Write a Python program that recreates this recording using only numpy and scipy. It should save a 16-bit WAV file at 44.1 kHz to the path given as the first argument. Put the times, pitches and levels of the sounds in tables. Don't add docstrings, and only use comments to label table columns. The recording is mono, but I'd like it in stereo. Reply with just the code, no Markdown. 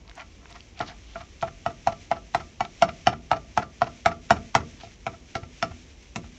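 import sys
import numpy as np
from scipy import signal
from scipy.fft import rfft, irfft, next_fast_len
from scipy.io import wavfile
from scipy.ndimage import uniform_filter1d

SR = 44100
rng = np.random.default_rng(int(sys.argv[2]) if len(sys.argv) > 2 else 0)


def master_out(mix):
    frames = np.transpose(np.atleast_2d(mix))
    ceiling = np.clip(frames, -1, 1)
    pcm = np.round(ceiling * 32767).astype(np.int16)
    wavfile.write(sys.argv[1], SR, pcm)


N = 281349
RING = SR // 2
AGE = np.arange(RING) / SR

# frequency in Hz, relative level in dB per Hz.
SIZZLE = [(300, 1), (800, -7.5), (1400, -2), (2200, 6.5), (3200, 3.5), (4700, -1.5), (5900, 3.5),
          (7400, -4), (8800, -30), (11000, -52.5), (16000, -45.5)]
# frequency in Hz, relative level in dB per Hz.
SIZZLE_WIDE = [(200, -7.5), (500, -2.5), (1000, -6), (1700, -11.5), (3100, -4.5), (4500, -5.5), (6500, -3),
               (8000, -4), (10000, -9.5), (12000, -22.5), (16000, -49)]
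# time in seconds, level change in dB.
SIZZLE_LEVEL = [(0, -2.5), (.4, -1), (.8, -2.5), (1.4, 1), (2, 1), (2.7, 3), (3.3, 1.5), (3.8, 2),
                (4.55, 1), (5.1, 1), (6.3, 1)]
# frequency in Hz, relative level in dB per Hz.
RUMBLE = [(20, -20), (38, 2), (55, 7.5), (90, 0), (140, -9.5), (220, -8), (350, -10.5), (600, -18.5),
          (1200, -26.5), (3000, -60)]
# loudest moment in seconds, half length in seconds,
# level in dB, treble in dB, centre of the rasp in Hz.
SWEEPS = [(0.093, 0.039, -53, -5, 3000), (0.181, 0.017, -40.5, -6, 1300), (0.202, 0.019, -35, -5.5, 2080),
          (0.434, 0.032, -55, -9, 1700), (0.511, 0.02, -47, 0.5, 3620), (0.559, 0.011, -40.5, -1, 1900),
          (0.782, 0.024, -50, 6.5, 2500), (0.82, 0.017, -31.5, -4, 1400), (.879, 0.024, -49.5, 11.5, 4230),
          (0.901, 0.031, -40.5, -6.5, 1830), (1.144, 0.1, -58, 9.5, 3150), (1.212, 0.011, -39, -5.5, 1250),
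          (4.81, 0.013, -47.5, 7.5, 3000), (4.845, 0.025, -59, 16, 2380), (5.363, 0.012, -58, 22, 5060)]
# frequency in Hz, relative level in dB per Hz.
SCUFF = [(100, -26.5), (500, -19.5), (700, 3), (1000, 0.5), (1400, -5.5), (2200, -1.5), (4000, -7.5),
         (7000, -8), (9000, -34), (16000, -51)]
# start in seconds, peak level in dB, centre in Hz.
SNAPS = [(.078, -36.5, 2840), (.096, -33, 3320), (.1138, -33.5, 2200), (.154, -31, 8000),
         (.456, -32.5, 1680), (.505, -30.5, 7000), (0.526, -32.5, 3970), (.606, -30, 3440),
         (0.793, -24, 4200), (0.8114, -22.5, 3400), (.870, -46, 4400), (.893, -42, 3000), (.919, -39, 3800),
         (1.413, -29, 2700), (1.419, -30, 6000), (1.4325, -29, 2500), (1.484, -30.5, 1700),
         (1.925, -28, 2920), (2.651, -24.5, 2290), (2.892, -27, 2400), (3.134, -48, 2370),
         (3.371, -38, 2040), (3.626, -36, 2460), (3.870, -33, 1860), (4.712, -36.5, 6640),
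         (5.140, -47, 1820), (5.434, -36, 1990), (5.716, -44, 1800)]
# start in seconds, level in dB, pitch of the pan floor in Hz,
# clang of the spot struck in dB, hardness of the contact in dB, boost of the long rings in dB,
# clatter against the ring in dB, thud level in dB.
BLOWS = [(.804, -29.5, 760, 8, -5.5, -0.5, -10, -35.5), (1.156, -36.5, 720, 3, -13, 11, -4.5, -48.5),
         (1.4255, -26, 677, -8.5, -7.5, 27.5, -1, -37), (1.662, -25.5, 666, 0, -1.5, 2, -8.5, -35.5),
         (1.872, -21, 691, -5.5, -3, 5.5, -3.5, -35), (2.114, -22, 723, -7, -6.5, 4, -3.5, -36.5),
         (2.347, -22, 716, -0.5, -1, -3.5, -2.5, -35.5), (2.606, -24.5, 749.7, -2, -1, -13, -3.5, -38),
         (2.822, -14.5, 700, 2, 1.5, -4, -7.5, -29.5), (3.07, -14.5, 743, -1, 1.5, -1, -9, -28.5),
         (3.3143, -18, 732, -2, -2.5, 7.5, -5.5, -33.5), (3.575, -18.5, 719, 1, -2, -4, -7, -31.5),
         (3.818, -18.5, 696, 1.5, -3, -6, -11, -33.5), (4.059, -16.5, 742, 3, 0, 3, -5.5, -27.5),
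         (4.306, -15, 727, .5, 0.5, -5, -5.5, -25.5), (4.551, -18, 715, 5.5, 6, -0.5, -5.5, -26),
         (4.834, -42, 686, -14, -3.5, 9, -10, -48), (5.066, -30, 703, 1, 2, 4, -4.5, -36),
         (5.353, -31, 745, 4, 6.5, 4, -6.5, -34), (5.626, -26, 712, 4, 7, 8, -7, -33),
         (6.159, -41.5, 747, 3.5, 10, 10.5, 3, -34.5)]
# start in seconds, level in dB.
SECOND_EDGES = [(1.165, -48), (1.434, -39.5), (1.88, -33.5), (2.121, -33.5), (3.332, -30.5), (5.074, -39)]
# time in seconds, scuff in dB, thump in dB.
LIFTS = [(1.211, -44, -49), (1.479, -39, -45.5), (1.705, -43.5, -53.5), (1.926, -39.5, -45.5),
         (2.168, -41.5, -50.5), (2.406, -38, -48), (2.651, -38.5, -59), (2.891, -34, -41.5),
         (3.131, -34, -43.5), (3.368, -37.5, -49), (3.628, -34.5, -48), (3.873, -36.5, -52),
         (4.120, -35, -54.5), (4.368, -37.5, -37.5), (4.610, -41, -38.5), (4.874, -56, -46),
         (5.138, -47.5, -46.5), (5.435, -46, -41), (5.715, -47, -41), (6.245, -51.5, -44.5)]
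# pitch in Hz, level in dB, t60 in seconds.
FLOOR = [(707, 0, 0.035), (793, -4.5, 0.042), (835, -11.5, 0.032), (1052, -17, 0.01)]
# pitch in Hz, level in dB, t60 in seconds.
PAN = [(674, -16.5, 0.13), (953, -14.5, 0.024), (1185, -24.5, 0.22), (1322.4, -10.5, 0.09),
       (1381, -9.5, 0.065), (1690, -26, 0.031), (1949, -13.5, 0.057), (2237, -19.5, 0.067),
       (2630, -23, 0.063), (2804, -12, 0.033), (3056, -14, 0.051), (3620, -13.5, 0.05),
       (4530, -13.5, 0.054), (5356, -7.5, 0.05), (5790, -7.5, 0.022), (6380, -14, 0.036),
       (6560, -16, 0.025)]
# frequency in Hz, level in dB per Hz, t60 in seconds.
CLATTER = [(300, -20.5, .028), (500, -15, 0.033), (743, 6.5, 0.043), (1070, -2, 0.042), (1650, -3.5, 0.031),
           (2200, -2, 0.023), (3400, -11, 0.02), (4100, -11, 0.028), (4900, -15.5, 0.014),
           (5650, -14, 0.024), (7840, -16, 0.025), (9300, -33.5, 0.0067), (16120, -55.5, .015)]
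# pitch in Hz, level in dB, t60 in seconds.
HOB = [(85.3, -3, 0.21), (158.7, -1, 0.27), (204.3, -6, 0.14), (310.5, -5.5, 0.12), (351.6, -12, 0.18),
       (423, -12, 0.27), (477, -6, .14)]
# frequency in Hz, level in dB per Hz, t60 in seconds.
THUD_BODY = [(41.6, -27, 0.58), (93, -6, 0.22), (167, -1.5, 0.28), (305, -2.5, 0.23), (415, -2, 0.24),
             (650, -5, 0.098), (1500, -46.5, .1)]
# frequency in Hz, lead of the left in radians, left minus right in dB.
PORTS = [(60, 0, 0), (350, -.25, 0), (620, -.65, -2), (720, -.7, -3.3), (830, -1, -5), (950, -.4, -9),
         (1080, .3, -7), (1200, -1.3, -.5), (1335, .9, -2.5), (1450, .6, -3), (1650, 0, -2.5), (1900, 1, 1),
         (2750, .8, -1), (3300, 1.4, -4), (4000, 1.2, 1.5), (5400, 1.6, -1), (6600, 2, .5), (8300, 3.1, 0),
         (16000, 3.1, 0)]
# frequency in Hz, level in dB per Hz, t60 in seconds.
KITCHEN = [(60.1, -3.5, 0.56), (200, 1.5, 0.41), (453, -4, 0.38), (756, -0.5, 0.094), (1400, -9.5, 0.22),
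           (4030, -8, 0.14), (7700, 9, 0.026), (15900, -15.5, 0.028)]

FLURRY_DB, SIMMER_DB = 1.78, 0.24
RASP_DB = 4
FORESCUFF_DB, FORESCUFF_LEAD_S = -30.5, 0.0047
CRUNCH_DB, CRUNCH_LAG_S = -22.5, .02
LIFT_WIDTH_S, LIFT_TREBLE_DB, LIFT_HZ = 0.0091, -3.5, 1630
SPRING_DB, SPRING_LEAD_S, SPRING_ATTACK_S = -3, .005, .004
ROCK_HZ, ROCK_PEAK_S = 79.5, 0.013
SNAP_S = .0009
PAN_HZ = 718
BEND_SHARE, BEND_S = .018, .025
FORETICK_DB, FORETICK_S = -24, 0.0062
BITE_SHARE, TICK_SHARE = 0.86, 1.27
THUMP_DB, HOB_DB, BODY_DB = -4.5, -5, -6.5
THUD_ATTACK_S = 0.005
THUMP_START_HZ, THUMP_END_HZ, THUMP_FALL_S, THUMP_PEAK_S = 453.5, 68.5, .0052, 0.0054
HUM_HZ, HUM_T60_S = 248.5, 0.54
HUM_DB, HUM_RISE_DB_PER_S = -22, 4.5
MIDWAY_S = 2.2
TOP_HZ = 15800


def undb(db):
    return 10 ** (np.asarray(db) / 20)


def unit(x, count=None):
    return x / np.sqrt(np.mean(x[..., :count] ** 2))


def along(table, hz, column=1):
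    rows = np.array(table, float)
    return np.interp(np.log(hz + 1e-3), np.log(rows[:, 0]), rows[:, column])


def colour(x, table):
    size = 8192
    gain = undb(along(table, np.fft.rfftfreq(size, 1 / SR)))
    cepstrum = irfft(np.log(gain))
    cepstrum[1:size // 2] *= 2
    cepstrum[size // 2 + 1:] = 0
    response = irfft(np.exp(rfft(cepstrum)))[:size // 2]
    response = response.reshape((1,) * (x.ndim - 1) + (-1,))
    return signal.fftconvolve(x, response, axes=-1)[..., :x.shape[-1]]


def add(out, x, s):
    i = int(s * SR)
    x, i = x[max(-i, 0):], max(i, 0)
    out[i:i + len(x)] += x[:max(len(out) - i, 0)]


def fading(table, count):
    hz = np.fft.rfftfreq(RING, 1 / SR)
    noise = rfft(rng.standard_normal((count, RING)))
    out = 0
    for k, (_, _, t60) in enumerate(table):
        share = along([(row[0], j == k) for j, row in enumerate(table)], hz)
        out = out + irfft(noise * share, RING) * undb(-60 * AGE / t60)
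    return colour(out, [row[:2] for row in table])


def crackle(shape, rate, spread_db):
    sizes = undb(spread_db * np.minimum(rng.exponential(size=shape), 6))
    struck = rng.random(shape) < rate / SR
    return unit(struck * sizes * rng.choice([-1, 1], shape))


def walk(rate):
    size = int(SR / rate)
    steps = np.repeat(rng.standard_normal(N // size + 1), size)
    return unit(uniform_filter1d(steps, size)[:N])


def frying(spectrum):
    flurries = undb(FLURRY_DB * walk(18) + SIMMER_DB * walk(2.5))
    bubbles = crackle(N, rate=6000, spread_db=1.5) * flurries
    return unit(colour(bubbles, spectrum))


def room_rumble():
    return unit(colour(rng.standard_normal(N), RUMBLE))


def grit(count):
    out = 0
    for hz in np.geomspace(1000, 5500, 7):
        snaps = crackle(count, rate=200, spread_db=1.5)
        tone = signal.lfilter(*signal.iirpeak(hz, 4, fs=SR), snaps)
        out = out + unit(tone) * hz ** .25
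    return unit(out)


def scuff(s, width_s, db, treble_db, rasp_hz):
    t = np.arange(-RING // 3, RING // 3) / SR
    bunches = undb(2 * unit(uniform_filter1d(rng.standard_normal(len(t)), size=170)))
    slips = crackle(len(t), rate=1800, spread_db=2) * bunches + grit(len(t))
    slips = slips / np.cosh(t / width_s * 1.6)
    pan = signal.fftconvolve(slips, pan_ring(PAN_HZ, 0))[:len(t)]
    rub = unit(colour(slips, SCUFF)) + undb(-4) * unit(pan)
    rub = colour(rub, [(rasp_hz / 1.5, 0), (rasp_hz, RASP_DB), (rasp_hz * 1.5, 0)])
    swell = unit(rub) * np.sqrt(width_s / (t[-1] - t[0]))
    return colour(swell, [(1200, 0), (3500, treble_db)]) * undb(db), s + t[0]


def stirring():
    out = np.zeros(N)
    for s, db, *_ in BLOWS:
        add(out, *scuff(s - FORESCUFF_LEAD_S, width_s=.007, db=db + FORESCUFF_DB, treble_db=6.5, rasp_hz=3000))
        add(out, *scuff(s + CRUNCH_LAG_S, width_s=0.013, db=db + CRUNCH_DB, treble_db=-1, rasp_hz=2700))
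    for s, db, thump_db in LIFTS:
        add(out, *scuff(s, LIFT_WIDTH_S, db, LIFT_TREBLE_DB, LIFT_HZ))
        spring = colour(pan_ring(PAN_HZ, 3), [(800, 3.0), (1350, 5.5), (2000, 4.5)])
        spring = spring * (1 - np.exp(-AGE / SPRING_ATTACK_S))
        add(out, unit(spring, count=1600) * undb(db + SPRING_DB), s - SPRING_LEAD_S)
        rock = thump(2 * ROCK_HZ, ROCK_HZ, ROCK_PEAK_S)
        add(out, rock * undb(thump_db), s - ROCK_PEAK_S)
    for row in SWEEPS:
        add(out, *scuff(*row))
    return out


def wet_snaps():
    out = np.zeros(N)
    for s, db, hz in SNAPS:
        burst = rng.standard_normal(RING) * np.exp(-AGE / SNAP_S)
        peak = [(hz / 3, -24), (hz / 1.8, -10), (hz, 0), (hz * 1.7, -11), (hz * 2, -17), (hz * 4, -48)]
        snap = colour(burst, peak)
        add(out, snap * undb(db) / np.abs(snap).max(), s)
    return out


def ring(modes, scatter_db, detune):
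    out = 0
    for (hz, db, t60), (size, shift, bend) in zip(modes, rng.standard_normal((len(modes), 3))):
        sign = 1 if 600 < hz < 740 else rng.choice([-1, 1])
        bending = BEND_SHARE * bend * BEND_S * (1 - np.exp(-AGE / BEND_S))
        turns = hz * ((1 + detune * shift) * AGE + bending)
        level = undb(db + scatter_db * size - 60 * AGE / t60)
        out = out + sign * level * np.sin(2 * np.pi * turns)
    return out


def pan_ring(hz, sustain_db):
    floor = [(f * hz / PAN_HZ, db, t60) for f, db, t60 in FLOOR]
    wall = [(f, db + sustain_db * (t60 > .08), t60) for f, db, t60 in PAN]
    taps = ring(floor, scatter_db=1, detune=0.014) + ring(wall, scatter_db=1.84, detune=0.0082)
    return colour(taps, [(200, -34.5), (530, -5.0), (675, 12.0), (8000, -8), (11000, -9)])


def tines(x, late_s, late_db, fall_db):
    out = x.copy()
    for k, (when, size) in enumerate(rng.random((6, 2))):
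        share = (k + .5 + when) / 6
        add(out, x * (.5 + .5 * size) * undb(late_db - fall_db * share), share * late_s)
    return out


def load(x, depth_db):
    hz = np.geomspace(900, 9000, 24)
    return colour(x, [(700, 0), *zip(hz, depth_db * rng.standard_normal(len(hz)))])


def contact(x, clang_db, hardness_db):
    bite_db, tick_db = BITE_SHARE * hardness_db, TICK_SHARE * hardness_db
    return colour(x, [(850, 0), (1400, clang_db), (3000, bite_db), (6000, tick_db)])


def thump(start_hz, end_hz, peak_s):
    hz = end_hz + (start_hz - end_hz) * np.exp(-AGE / THUMP_FALL_S)
    swings = np.sin(2 * np.pi * np.cumsum(hz) / SR)
    return unit(swings * AGE ** 2 * np.exp(-2 * AGE / peak_s), count=1760)


def hob_thud(s, body):
    tones = ring(HOB, scatter_db=2.0, detune=0.012)
    rattle = undb(HOB_DB) * unit(tones, count=1760) + undb(BODY_DB) * unit(body, count=1760)
    rattle = rattle * (1 - np.exp(-AGE / THUD_ATTACK_S))
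    hum_level = undb(HUM_DB + HUM_RISE_DB_PER_S * (s - MIDWAY_S) - 60 * AGE / HUM_T60_S)
    hum = np.sin(2 * np.pi * HUM_HZ * AGE) * hum_level
    return undb(THUMP_DB) * thump(THUMP_START_HZ, THUMP_END_HZ, THUMP_PEAK_S) + rattle + hum


def chops():
    out = np.zeros(N)
    cracks, bodies = fading(CLATTER, count=len(BLOWS)), fading(THUD_BODY, count=len(BLOWS))
    for row, crack, body in zip(BLOWS, cracks, bodies):
        s, db, hz, clang_db, hardness_db, sustain_db, clatter_db, thud_db = row
        knock = tines(pan_ring(hz, sustain_db), late_s=0.016, late_db=-21.5, fall_db=1.5)
        clatter = tines(crack, late_s=.032, late_db=-7, fall_db=19)
        blow = unit(knock, count=1600) + undb(clatter_db) * unit(clatter, count=1600)
        blow = contact(load(blow, depth_db=1.5), clang_db, hardness_db) * undb(db)
        add(out, blow, s)
        add(out, blow * undb(FORETICK_DB), s - FORETICK_S)
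        add(out, hob_thud(s, body) * undb(thud_db), s)
    for (s, db), crack in zip(SECOND_EDGES, fading(CLATTER, count=len(SECOND_EDGES))):
        edge = colour(crack, [(1400, 2.5), (4000, -14.5)])
        add(out, unit(edge, count=1600) * undb(db), s)
    return out


def ports(x):
    size = next_fast_len(N)
    hz = np.fft.rfftfreq(size, 1 / SR)
    half = np.exp(.5j * along(PORTS, hz)) * undb(along(PORTS, hz, column=2) / 2)
    return irfft(rfft(x, size) * np.array([half, 1 / half]), size)[:, :N]


def kitchen(x):
    mid, side = fading(KITCHEN, count=2) * (1 - np.exp(-(AGE / 0.005) ** 2))
    side = colour(side, [(100, -40.5), (350, -13.0), (900, -1.5), (2000, 2.5)])
    echo = np.array([mid + side, mid - side]) / np.sqrt(np.sum(mid ** 2))
    return signal.fftconvolve(x[None], echo, axes=1)[:, :N]


def scene():
    spatula = chops() + stirring() + wet_snaps()
    alike = undb(-57.0) * frying(SIZZLE)
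    wide = undb(-55) * frying(SIZZLE_WIDE) * np.array([[1], [-1]])
    sizzle_db = np.interp(np.arange(N) / SR, *np.transpose(SIZZLE_LEVEL))
    sizzle = (alike + wide) * undb(sizzle_db)
    rumble = undb(-49.5) * room_rumble()
    return ports(spatula) + undb(-18.0) * kitchen(spatula) + sizzle + rumble


def record(dry):
    rounded = np.tanh(0.75 * dry) / 0.78
    lowpass = signal.ellip(8, .2, 70, TOP_HZ, fs=SR, output="sos")
    return signal.sosfilt(lowpass, rounded)


dry = scene()
out = record(dry)
master_out(out)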